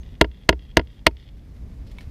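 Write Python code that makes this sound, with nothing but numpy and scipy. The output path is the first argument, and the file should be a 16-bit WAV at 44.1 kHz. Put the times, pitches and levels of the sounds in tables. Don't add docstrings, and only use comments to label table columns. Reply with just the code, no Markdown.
import sys
import numpy as np
from scipy import signal
from scipy.io import wavfile

SR = 44100
rng = np.random.default_rng(int(sys.argv[2]) if len(sys.argv) > 2 else 0)


def generate_wav(signal):
    frames = np.transpose(np.atleast_2d(signal))
    scaled = np.clip(frames, -1, 1) * 32767
    pcm = np.round(scaled).astype(np.int16)
    wavfile.write(sys.argv[1], SR, pcm)


def volts(x):
    e = np.asarray(x, float) / 20
    return 10 ** e


N = 92610


def curve(points, x):
    return np.interp(x, *np.transpose(points))


def colour(x, points):
    point_hz, point_db = np.transpose(points)
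    bin_hz = np.abs(np.fft.fftfreq(8192, 1 / SR))
    bin_db = np.interp(np.log(bin_hz + 1), np.log(point_hz + 1), point_db)
    log_gain = np.log(volts(np.maximum(bin_db, -100)))
    phase = -signal.hilbert(log_gain).imag
    taps = np.fft.ifft(np.exp(log_gain + 1j * phase)).real[:4096]
    return signal.oaconvolve(x, taps / np.linalg.norm(taps))[:len(x)]


def add(mix, start_s, sound):
    part = mix[round(start_s * SR):][:len(sound)]
    part += sound[:len(part)]


def ring(modes, t, detune):
    pitch_factors = 1 + detune * (2 * rng.random(len(modes)) - 1)
    total = 0
    for (pitch_hz, level_db, t60_s, swing), factor in zip(modes, pitch_factors):
        envelope = volts(level_db - 60 * t / t60_s)
        total = total + np.sign(swing) * envelope * np.sin(2 * np.pi * pitch_hz * factor * t)
    return total


def lumpy(rate_hz, depth_db):
    steps = rng.standard_normal(2000)
    wander = np.interp(np.arange(N) / SR * rate_hz, np.arange(2000), steps)
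    return volts(depth_db * wander) * rng.standard_normal(N)


def blow(strength_db, crack_db, thud_db, blade_db):
    # pitch_hz (before detuning), level_db (relative), t60_s, first swing (out 1, in -1)
    wood_modes = [(640, -2, 0.033, 1), (918, -13, 0.052, -1), (982, -2, 0.023, 1), (1415, -10.5, 0.033, -1),
                  (1677, -3, 0.015, -1), (1861.5, 8.5, 0.0065, -1), (2094, 3, 0.011, 1),
                  (2826, -0.5, 0.015, 1), (3220, -7.5, .017, 1), (3281, -6.5, 0.008, 1),
                  (3880, -24, .02, -1), (4387, -17.5, 0.014, -1), (4830, -11.5, 0.018, -1)]
    blade_modes = [(1320, -4, .017, -1), (2150, -11, .03, 1), (2557, 0, .016, 1), (4330, -7, .02, -1),
                   (4520, -8, .018, -1), (5120, -11, .02, 1), (5520, -16, .016, -1)]
    stump_modes = [(187.5, -8.5, 0.045, 1), (257.6, -16, 0.079, 1), (314, -3, 0.051, 1),
                   (421, -4, 0.031, 1), (500, -11, 0.037, -1), (602, -11, 0.019, 1)]
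    ground_modes = [(59, -15, .28, 1), (71, -17, 0.21, 1)]
    # (relative, per Hz)
    crack_colour = [(500, -25.5), (1000, -9), (1850, 1.5), (3300, 3), (4400, -10), (6000, -16),
                    (8000, -24.5), (13300, -23.5), (16000, -47)]
    # (relative, per Hz)
    rattle_colour = [(240, -11), (400, 21), (588, -20.5), (1010, -12.5), (1250, -27.5), (4440, -34.5),
                     (14100, -43), (16000, -59)]
    detune = .012
    ring_level_db, thud_level_db, ring_rise_s = -1, -0.5, .00015
    ground_lag_s, ground_rise_s = .0025, .003
    crack_level_db, crack_t60_s, crack_rise_s = -11, .022, .0005
    rattle_level_db, rattle_t60_s = -17.5, 0.067

    t = np.arange(SR // 3) / SR
    wood = ring(wood_modes, t, detune)
    blade = volts(blade_db) * ring(blade_modes, t, detune)
    stump = ring(stump_modes, t, detune)
    late = np.maximum(t - ground_lag_s, 0)
    ground = (1 - np.exp(-late / ground_rise_s)) * ring(ground_modes, late, detune)
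    body = volts(ring_level_db) * (wood + blade) + volts(thud_level_db + thud_db) * (stump + ground)
    body = (1 - np.exp(-t / ring_rise_s)) * body

    crack_noise, rattle_noise = rng.standard_normal((2, len(t)))
    crack_fade = volts(crack_level_db + crack_db - 60 * t / crack_t60_s)
    crack = crack_noise * (1 - np.exp(-t / crack_rise_s)) * crack_fade
    rattle = rattle_noise * volts(rattle_level_db - 60 * t / rattle_t60_s)
    return volts(strength_db) * (body + colour(crack, crack_colour) + colour(rattle, rattle_colour))


def bounce(*levels_db):
    settle_s, soft_hz = .0015, 3520
    dull = signal.lfilter(*signal.butter(1, soft_hz, fs=SR), blow(*levels_db))
    t = np.arange(len(dull)) / SR
    return dull * (1 - np.exp(-t / settle_s))


def knocks(lead_s):
    # start_s, strength_db, crack_db, thud_db, blade_db (all relative)
    blow_times = [(-.0695, 1, 3, 0, -8), (.21255, 0, 5, 0, -12), (.49085, 0, 6, -1, -6),
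                  (.77015, 0, 5, 0, -8), (1.06655, 0, 8, -4, 0)]
    # start_s, strength_db, crack_db, thud_db, blade_db (all relative)
    bounce_times = [(.244, -20, 2, 3.5, -12.5), (.505, -32, 13, 0.5, -0.5), (.527, -21.5, 0.5, 5.5, -12.5),
                    (.785, -31, 5, 1.5, -9.5), (0.794, -14.5, 0, 3.5, -11), (.812, -38, -1, 3, -11.5),
                    (1.076, -25, 7, -4.5, 2), (1.11, -51, 0, 9, 8)]
    out = np.zeros(N + lead_s * SR)
    for start_s, *levels_db in blow_times:
        add(out, start_s + lead_s, blow(*levels_db))
    for start_s, *levels_db in bounce_times:
        add(out, start_s + lead_s, bounce(*levels_db))
    return out


def forerunner(x):
    early_s, early_db = 0.0025, -35
    return volts(early_db) * np.roll(x, -round(early_s * SR))


def yard(x):
    # delay_s, level_db (relative)
    walls = [(.1022, -53), (.132, -58), (.160, -59), (.211, -59), (.2225, -57), (.327, -67)]
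    # delay_s, level_db (relative)
    trees = [(.1, -100), (.115, -88), (.16, -88), (.23, -90), (.26, -98), (.4, -110)]
    # (relative, per Hz)
    far_colour = [(800, -42.5), (1300, -19), (2200, -6.5), (2800, -4), (3300, 4), (3900, -0.5),
                  (4400, -5.5), (6000, 1), (8000, -24), (12000, -60.5)]
    t = np.arange(SR // 2) / SR
    first_scatter_s = trees[0][0]
    echoes = volts(curve(trees, t)) * lumpy(150, 2.5)[:len(t)] * (t > first_scatter_s)
    for delay_s, level_db in walls:
        add(echoes, delay_s, volts(np.array([level_db])))
    return signal.fftconvolve(x, colour(echoes, far_colour))[:len(x)]


def tick(level_db, pitch_hz, snap_db):
    # pitch_ratio (before detuning), level_db (relative), t60_s, first swing (out 1, in -1)
    tap_modes = [(.45, -8, 0.022, 1), (1, -3.5, 0.043, -1), (1.16, -8, .02, 1), (1.62, -0.5, 0.0052, -1)]
    # (relative, per Hz)
    snap_colour = [(800, -13), (2000, 2.5), (4000, 1.5), (8000, -12), (12000, -9.5), (15000, -19),
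                   (16500, -30)]
    snap_t60_s = 0.051
    t = np.arange(SR // 10) / SR
    snap = volts(snap_db - 60 * t / snap_t60_s) * rng.standard_normal(len(t))
    modes = [(ratio * pitch_hz, *rest) for ratio, *rest in tap_modes]
    return volts(level_db) * (ring(modes, t, 0.016) + colour(snap, snap_colour))


def ticks():
    # start_s, level_db (relative), pitch_hz (before ratio and detuning), snap_db (relative)
    tick_times = [(1.37, -65, 2036, 4), (1.565, -62, 1700, 1.5), (1.867, -62.5, 2120, -0.5),
                  (1.872, -56.5, 4300, -1.5), (1.9144, -50, 1860, -0.5), (1.9852, -32.5, 2216, -18),
                  (2.008, -43, 1830, -5.5), (2.013, -51.5, 3100, -15.5), (2.028, -51, 1750, -7.5)]
    out = np.zeros(N)
    for start_s, *settings in tick_times:
        add(out, start_s, tick(*settings))
    return out


def scrape():
    # time_s, level_db, edge_share (0-1)
    rub_path = [(1.84, -94, 0.12), (1.872, -63.5, .9), (1.9, -63.5, 0.6), (1.96, -71, 0), (2.01, -56, 0.3),
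                (2.05, -62.5, .1), (2.1, -76.5, 0)]
    # (relative, per Hz)
    rub_colour = [(530, -48), (900, -3), (1950, -2.5), (2170, 3.5), (13700, -24.5), (15400, -26),
                  (16000, -38)]
    # (relative, per Hz)
    edge_colour = [(2500, -5.5), (4300, -0.5), (5300, 5.5), (6500, -19.5), (9000, -31.5)]
    time_s, level_db, edge_share = np.transpose(rub_path)
    t = np.arange(N) / SR
    share = np.clip(np.interp(t, time_s, edge_share), 0, 1)
    grit = lumpy(300, 4)
    blend = (1 - share) * colour(grit, rub_colour) + share * colour(grit, edge_colour)
    return volts(np.interp(t, time_s, level_db)) * blend


def chirps():
    # start_s, length_s, level_db
    note_times = [(-.01, 0.037, -62), (0.043, 0.039, -76), (.455, 0.022, -86)]
    pitch_hz, edge_s = 6355, .006
    t = np.arange(N) / SR
    gate = np.zeros(N)
    for start_s, length_s, level_db in note_times:
        inside_s = np.minimum(t - start_s, start_s + length_s - t)
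        gate += volts(level_db) * np.clip(inside_s / edge_s, 0, 1)
    return gate * np.sin(2 * np.pi * pitch_hz * t)


def whine():
    pitch_hz, level_db = 14175, -80
    pulses_per_s, phase_turns = 30, .73
    t = np.arange(N) / SR
    gate = np.clip(.5 + 1.5 * np.sin(2 * np.pi * (pulses_per_s * t + phase_turns)), 0, 1)
    return volts(level_db) * gate * np.sin(2 * np.pi * pitch_hz * t)


def wind():
    # (relative, per Hz)
    wind_colour = [(8.8, -31), (15, -10), (54, 2), (115, -8.5), (253, -17), (358, -26.5), (392, -25.5),
                   (446, -29), (1200, -43), (1560, -65), (2640, -120)]
    # time_s, level_db (before the lift below)
    gusts = [(0.0, -40.5), (0.41, -44.5), (0.52, -44.5), (1.01, -44), (1.07, -46), (1.39, -43.5),
             (1.75, -40), (2.1, -40)]
    lift_db = 2.5
    t = np.arange(N) / SR
    return volts(curve(gusts, t) + lift_db) * colour(lumpy(18, 0.83), wind_colour)


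def air():
    # (relative, per Hz)
    air_colour = [(290, -31), (500, -0.5), (718, -12.5), (988, -13.5), (2100, -10), (2930, -15),
                  (5000, -17), (8000, -24.5), (13400, -26.5), (15200, -36.5), (16000, -49)]
    # time_s, level_db (before the trim below)
    swell = [(0.0, -58.5), (0.36, -61.5), (0.78, -61.5), (1.4, -61.5), (1.61, -58.5), (2.1, -57.5)]
    trim_db = -4.5
    t = np.arange(N) / SR
    return volts(curve(swell, t) + trim_db) * colour(lumpy(60, .8), air_colour)


def scene():
    lead_s = 1
    struck = knocks(lead_s)
    mix = (struck + forerunner(struck) + yard(struck))[lead_s * SR:]
    mix = mix + ticks() + scrape() + chirps() + whine() + wind() + air()
    return mix[None]


def band_limit(x):
    return signal.sosfilt(signal.butter(12, 16400, fs=SR, output="sos"), x)


def record(dry):
    drive_db, knee = 0, 12
    edge_hz, ceiling = 16000, .94
    driven = dry * volts(drive_db)
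    squashed = driven / (1 + np.abs(driven) ** knee) ** (1 / knee)
    limited = signal.oaconvolve(squashed, signal.firwin(101, edge_hz, fs=SR)[None], "same")
    return band_limit(ceiling * limited)


dry = scene()
out = record(dry)
generate_wav(out)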